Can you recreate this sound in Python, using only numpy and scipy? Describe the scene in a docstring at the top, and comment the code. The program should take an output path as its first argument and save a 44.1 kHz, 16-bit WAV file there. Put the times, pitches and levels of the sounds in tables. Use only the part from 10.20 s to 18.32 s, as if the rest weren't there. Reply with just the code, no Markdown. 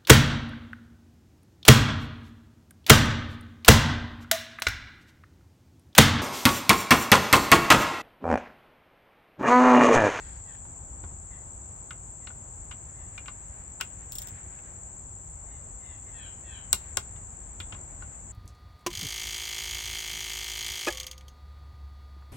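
"""A click-type torque wrench tightens a bolt on an outboard engine, close by in a garden.
The socket knocks on the bolt, the ratchet swings back, the wrench breaks over with a loud click and
resets; each impact rings the same steel modes. Bumps of hand and tool set the hull booming.
Crickets chirr with their wings throughout. Jays cry far off over a low rumble, soft rustles
and a brief opening hiss."""
import sys
import numpy as np
from scipy import signal
from scipy.fft import rfft, irfft, next_fast_len
from scipy.io import wavfile

SR = 44100
rng = np.random.default_rng(int(sys.argv[2]) if len(sys.argv) > 2 else 0)


def transcribe(u):
    """Save the signal u as a 16-bit wav file named by the first command-line argument.

    u: samples, shape (n,) or (channels, n), limited to [-1, 1]; the rate is SR.
    q: integer samples, one column per channel.
    """
    v = np.clip(np.atleast_2d(u).T, -1, 1)
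    q = np.round(v * 32767).astype(np.int16)
    wavfile.write(sys.argv[1], SR, q)


N = 358091
TIME = np.arange(N) / SR


def wrench():
    """Steel impacts, direct and scattered from near and far surfaces."""
    steel = socket_knocks() + break_over() + ratchet()
    steel[1] = np.roll(steel[1], 2)  # left ear is nearer
    near = scatter(steel, t60_s=0.11, wet_db=-8.5, build_s=0.0058, treble_db=-5)
    far = scatter(steel, t60_s=0.45, wet_db=-25, build_s=0.035, treble_db=-12)
    return (steel + near + far) * pan(2.1)


# Break-over, then reset: t/s, level/dB, favoured f/Hz, dullness/dB, chatter/s
CLICKS = [(6.5289, -12.5, 3110, -2.5, 0.00034), (6.7707, -17.5, 1500, 5.5, 0.0022)]
DULLING = np.array([0.89, 0.39, 0.32, -1.3])  # tint per dB of dullness


def break_over():
    """The wrench trips at its set torque, then resets, each with a dry crack."""
    out = np.zeros((2, N))
    for s, db, favoured_hz, dull_db, chatter_s in CLICKS:
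        tint_db = np.array([0, -2.5, 6, 11.5]) + dull_db * DULLING
        click = strike(tint_db, favoured_hz, chatter_s, crack_db=-6.5, crack_t60_s=0.016, favour_db=8)
        add(out, s, undb(db) * click)
    return out


# Socket on bolt: t/s, level/dB, favoured f/Hz, dullness/dB, chatter/s
KNOCKS = [(0.35, -43, 1680, -8, .002), (0.451, -51.5, 900, 19, .003), (0.837, -44.5, 360, 25, 0.015),
          (1.7069, -27, 1345, -6.5, .006), (2.071, -30.5, 4000, 1, .004), (2.1034, -45.5, 1410, 17, .003),
          (2.512, -29, 3000, -2, 0.015), (2.9788, -28, 2510, -5.5, 0.005), (3.058, -34.5, 2570, -9, .004),
          (3.0811, -27, 1130, 2.5, .004), (3.602, -31.5, 1250, 5, .003), (3.61, -17.5, 2720, -2, 0.0055),
          (4.3885, -46, 2300, 5, .004), (6.96, -44, 3480, -1, .006), (7.401, -24.5, 3340, -7, 0.012),
          (7.523, -29, 3070, 2, 0.0078), (7.546, -38.5, 1080, 8, .005), (7.822, -40.5, 1520, 15.5, 0.01)]


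def socket_knocks(firm_above_db=-26, chatter_halving_db=12):
    """Soft, heavy contacts sound dull; firmly seated ones are brighter and chatter less."""
    out = np.zeros((2, N))
    brightening = np.array([0, 0, 1.1, 2.5])
    for s, db, favoured_hz, dull_db, chatter_s in KNOCKS:
        firm_db = max(db - firm_above_db, 0)
        tint_db = np.array([-6, 1, -10.5, -22.5]) + dull_db * DULLING + firm_db * brightening
        chatter_s *= 0.5 ** (firm_db / chatter_halving_db)
        add(out, s, undb(db) * strike(tint_db, favoured_hz, chatter_s, favour_db=9.5))
    return out


# Pawl drops: t/s, level/dB, rebound delay/s
PAWL_DROPS = [(3.921, -37, 0.0083), (3.9536, -36.5, 0.0049), (3.984, -33.5, 0.0049),
              (4.0190, -38.5, 0.0051), (4.0720, -41.5, .013)]


def ratchet(tint_db=(-33, -17, 9, 18.5), rebound_db=-7):
    """The tiny pawl drops over each tooth, rings high and rebounds."""
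    out = np.zeros((2, N))
    for s, db, delay_s in PAWL_DROPS:
        drop = strike(tint_db, favoured_hz=3440, chatter_s=0.0004, crack_db=-8.5, crack_t60_s=0.015)
        rebound = strike(tint_db, favoured_hz=3370, chatter_s=0.0041, crack_db=-7, crack_t60_s=0.031)
        add(out, s, undb(db) * drop)
        add(out, s + delay_s, undb(db + rebound_db) * rebound)
    return colour(out, [(2300, -2), (3300, -1), (5000, -1.5), (11000, -4), (15000, 5.5)])


# Modes of wrench, extension and engine casting: f/Hz, level/dB, t60/s
STEEL_MODES = [(393, -22.5, 0.072), (560, -18.5, 0.045), (696, -26, 0.071), (880, -10, 0.028),
               (1045, -19.5, 0.064), (1174, -18, 0.03), (1277, -22, 0.075), (1460, -10, 0.028),
               (2118, -23.5, 0.087), (2412, -27, 0.082), (2806, -19.5, 0.062), (3257, -12, 0.0093),
               (3460, -21.5, 0.031), (3720, -18, 0.015), (4700, -23, 0.016), (5550, -8, 0.011),
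               (6170, -24, 0.019), (7320, -14, 0.029), (7440, 1, 0.012), (8450, -10.5, 0.019),
               (9100, -22.5, 0.019), (10840, -31, 0.011), (11020, -14, .011), (12350, -24, 0.0081),
               (15950, -14.5, .007)]
# Tint bands (thud, clank, 0 dB reference, ring, snap): f/Hz
TINT_HZ = (800, 1350, 3000, 5200, 11000)


def strike(tint_db, favoured_hz, chatter_s, crack_db=-8, crack_t60_s=0.021, favour_db=7):
    """One blow: the modes ring and the steel faces chatter in a short crack."""
    t = TIME[:SR // 10]
    thud_db, clank_db, ring_db, snap_db = tint_db

    def excitation(hz):
        """The contact point favours some modes; low ones build up more slowly."""
        broad_db = np.interp(np.log(hz), np.log(TINT_HZ), [thud_db, clank_db, 0, ring_db, snap_db])
        peak_db = favour_db * np.exp(-(np.log2(hz / favoured_hz) / 0.15) ** 2)
        return undb(broad_db + peak_db) * (1 - np.exp(-t * hz / 1.7))

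    ring = crack = 0
    for k, (hz, db, t60_s) in enumerate(STEEL_MODES):
        phase = k * np.pi / 2 + 0.5 * rng.standard_normal((2, 1))  # differs at each ear
        ring += undb(db) * excitation(hz) * fade(t, t60_s) * np.sin(2 * np.pi * hz * t + phase)
    noise = rng.standard_normal(len(t)) + 1.78 * rng.standard_normal((2, len(t)))
    for hz in 300 * 2 ** (np.arange(24) / 4):  # quarter octaves
        band = filtered(noise, lambda f: np.maximum(1 - 4 * abs(np.log2(f / hz)), 0))
        t60_s = crack_t60_s * (hz / 3000) ** -0.4 + 3 * chatter_s
        envelope = excitation(hz) * fade(t, t60_s) * np.sqrt(crack_t60_s / t60_s)
        band_db = np.interp(hz, [350, 1000, 5000, 11000, 16000], [-18, 6.5, 0.5, -8.5, -12])
        crack += undb(band_db) * envelope * band
    return ring + undb(crack_db) * crack


# Bumps of hand and tool: t/s, level/dB
BUMPS = [(0.833, -33.5), (0.921, -38), (2.859, -41), (3.958, -40), (4.12, -38), (4.263, -39), (6.53, -31.5),
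         (6.776, -37.5), (7.402, -35), (7.528, -33.5)]
# Hull panel modes: f/Hz, level/dB, t60/s
HULL_MODES = [(50, 1.5, 0.12), (85.5, 4, 0.12), (128, -5, 0.075), (191.4, -10.5, 0.16), (316, 6, 0.022)]


def hull(attack_s=0.0069):
    """Each bump sets the boat's panels booming briefly."""
    out, t = np.zeros((2, N)), TIME[:SR // 4]
    attack = 1 - np.exp(-t / attack_s)
    for s, db in BUMPS:
        boom = sum(undb(mode_db) * fade(t, t60_s) * np.sin(2 * np.pi * (hz * t + rng.random()))
                   for hz, mode_db, t60_s in HULL_MODES)
        add(out, s, undb(db) * (boom * attack)[None])
    return out


# Wing spectrum of the chorus: f/Hz, relative level/dB
WING_SPECTRUM = [(4800, -49), (5520, -27.5), (5880, -30.5), (6250, -33.5), (6600, -26.5), (7000, -4),
                 (7350, 2), (7680, 4), (8000, -4.5), (8400, -17.5), (8900, -30), (9400, -85), (11800, -53),
                 (12900, -43), (15500, -37)]
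# Single crickets that stand out: f/Hz, level/dB, stroke rate/Hz
SINGERS = [(6250, -75, 48), (6445, -70, 55), (6610, -64, 41), (6820, -65, 62), (7025, -61, 47)]


def crickets(count=40):
    """Each stroke drags a file of teeth and rings the wing; many singers merge into an even chirr."""
    t = TIME[::32]
    rates_hz, offsets = rng.uniform(35, 95, (count, 1)), rng.random((count, 1))
    scraping = np.maximum(np.sin(2 * np.pi * (rates_hz * t + offsets)), 0).sum(0)
    teeth = rng.standard_normal((2, N)) * np.sqrt(np.interp(TIME, t, scraping))
    chorus = level(colour(teeth, WING_SPECTRUM), -45.5) * undb(0.18 * walk(2.2))
    for hz, db, rate_hz in SINGERS:
        strokes = np.cumsum(rate_hz * (1 + 0.0474 * walk(5))) / SR
        wing = resonance(rng.standard_normal((2, N)), hz, width_hz=90)
        chorus += level(wing * (1 + 0.68 * np.sin(2 * np.pi * strokes)), db)
    return chorus * pan(4.45)


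# Jay cries: t/s, length/s, level/dB, effort (0 mild, 1 scream)
CRIES = [(-.04, 0.14, -61, .6), (.252, 0.085, -56.5, .7), (1.101, 0.067, -55.5, .25),
         (2.003, 0.066, -63, 0.29), (2.742, .11, -61.5, 0.21), (5.261, 0.13, -61, 0),
         (5.59, .18, -58.5, .15), (5.85, .066, -59, 0.034), (5.92, 0.17, -55, 1), (6.233, .17, -54.5, 0.97)]
# Throat response: f/Hz, gain/dB
THROAT = [(1200, 1.5), (1700, -2.5), (2300, -2.5), (3000, 5), (3450, -4.5), (3900, -1), (4600, -15),
          (6000, -44)]


def jays(buzz_hz=780, jitter=0.026):
    """Falling cries: both sides of the syrinx whistle, a buzz adds overtones, trees smear them."""
    out = np.zeros((1, N))
    syrinx = [(1, 0, walk(700)), (0.89, -6, walk(700))]
    buzz_phase = 2 * np.pi * np.cumsum(buzz_hz * (1 + 2 * jitter * walk(600))) / SR
    for s, length_s, db, effort in CRIES:
        start_hz, fall_hz = 2127 - 240 * effort, 161.5 + 328.3 * effort
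        overtone_db = -21.5 + 8.5 * effort + 75 * length_s  # screams and long cries are harsher
        inside = (TIME > s) & (TIME < s + length_s)
        progress, buzz = (TIME[inside] - s) / length_s, buzz_phase[inside]
        envelope = np.sqrt(np.sin(np.pi * progress))
        for ratio, side_db, wobble in syrinx:
            hz = ratio * (start_hz - fall_hz * progress ** 2) * (1 + jitter * wobble[inside])
            phase = 2 * np.pi * np.cumsum(hz) / SR
            overtones = sum(gain * np.sin(phase + k * buzz)
                            for k, gain in enumerate(undb([-4, 0, -10]), 1))
            cry = np.sin(phase) + undb(overtone_db) * np.sqrt(2 * progress) * overtones
            out[0, inside] += undb(db + side_db) * envelope * cry
    out = colour(out, THROAT)
    return 0.79 * out + scatter(out, t60_s=0.38, wet_db=1, build_s=0.0012, treble_db=3)


# Rumble spectrum: f/Hz, relative level/dB
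RUMBLE_SPECTRUM = [(12, -50), (20, -23.5), (42, -0.5), (65, -0.5), (101, -4), (124, -10), (184, -15.5),
                   (327, -24), (359, -21.5), (403, -25.5), (825, -24.5), (1940, -38.5), (2130, -39.5),
                   (3790, -49), (5000, -51.5), (6500, -72.5), (11000, -120)]
# Stereo width: f/Hz, side minus mid/dB
RUMBLE_WIDTH = [(60, -22), (125, -16.5), (250, -11), (500, -2), (1500, 4), (4000, -1.5)]
# Slow drift: t/s, relative level/dB
RUMBLE_DRIFT = [(0.0, -48), (1.51, -48), (5.96, -49), (6.7, -47.5), (7.08, -48.5), (7.53, -46.5),
                (8.1, -48.5)]


def rumble():
    """Distant outdoor rumble, alike at both ears in the bass."""
    mid, side = rng.standard_normal((2, N))
    noise = mid + colour(side, RUMBLE_WIDTH) * np.array([[1], [-1]])
    drift_db = np.interp(TIME, *np.transpose(RUMBLE_DRIFT)) + 0.5 * walk(7.8)
    return level(colour(noise, RUMBLE_SPECTRUM) * undb(drift_db), -46) * pan(1.4)


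# Rustles: peak t/s, level/dB, half length/s
RUSTLES = [(0, -58.5, 0.18), (3.137, -67, 0.67), (4.257, -61, 0.38), (6.405, -64.5, 0.86), (7.9, -67, 0.5)]


def rustle(rest_db=-82.5):
    """Sleeves and leaves stir in soft, flickering swells."""
    noise = level(resonance(rng.standard_normal((2, N)), hz=1704, width_hz=1210), 0)
    swells = sum(undb(db) * np.exp(-((TIME - s) / half_s) ** 2) for s, db, half_s in RUSTLES)
    return noise * (undb(rest_db) + swells) * undb(2.5 * walk(17))


def hiss(fade_db_per_s=33, end_s=0.4):
    """A thin hiss that fades and soon stops."""
    noise = resonance(rng.standard_normal((2, N)), hz=4600, width_hz=2600)
    return level(noise, -64) * undb(-fade_db_per_s * TIME) * (TIME < end_s)


def scatter(x, t60_s, wet_db, build_s, treble_db):
    """Reflections from hull, ground and trees build up and die away, different at each ear."""
    t = TIME[:SR]
    envelope = fade(t, t60_s) * (1 - np.exp(-t / build_s))
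    tail = level(rng.standard_normal((2, SR)) * envelope, wet_db) / np.sqrt(SR)
    tail = colour(tail, [(3000, 0.0073), (9000, treble_db)])
    return signal.fftconvolve(x, tail, axes=1)[:, :N]


def undb(db):
    """Decibels to gain."""
    return 10 ** (np.asarray(db) / 20)


def level(x, db):
    """Set the rms level."""
    return x * undb(db) / np.sqrt(np.mean(x ** 2))


def pan(db):
    """Stereo gains, left louder by db."""
    return undb(np.array([[db], [-db]]) / 2)


def fade(t, t60_s):
    """Exponential decay."""
    return np.exp(-np.log(1000) * t / t60_s)


def filtered(x, gain):
    """Filter by gain(f/Hz)."""
    size = next_fast_len(x.shape[-1])
    hz = np.fft.rfftfreq(size, 1 / SR) + 1
    return irfft(rfft(x, size) * gain(hz), size)[..., :x.shape[-1]]


def colour(x, points):
    """Filter by (f/Hz, gain/dB) points."""
    hz, db = np.transpose(points)
    return filtered(x, lambda f: undb(np.interp(np.log(f), np.log(hz), db)))


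def resonance(x, hz, width_hz):
    """Steep resonance, unity gain at centre."""
    return filtered(x, lambda f: (1 + 1j * (f * f - hz * hz) / (f * width_hz)) ** -2)


def walk(rate_hz):
    """Random drift, spread near 1."""
    return np.interp(TIME * rate_hz, np.arange(8192), rng.standard_normal(8192))


def add(out, s, sound):
    """Mix a sound in at s seconds."""
    start = max(int(s * SR), 0)
    out[:, start:start + sound.shape[1]] += sound[:, :N - start]


def scene():
    """Wrench in front, garden behind."""
    return wrench() + hull() + crickets() + jays() + rumble() + rustle() + hiss()


def record(dry):
    """Soft-clip the loudest peak, then cut the top."""
    ceiling, top_hz = 1.05, 15750
    lowpass = signal.ellip(8, 0.2, 70, top_hz, fs=SR, output="sos")
    return signal.sosfilt(lowpass, ceiling * np.tanh(dry / ceiling))


dry = scene()
out = record(dry)
transcribe(out)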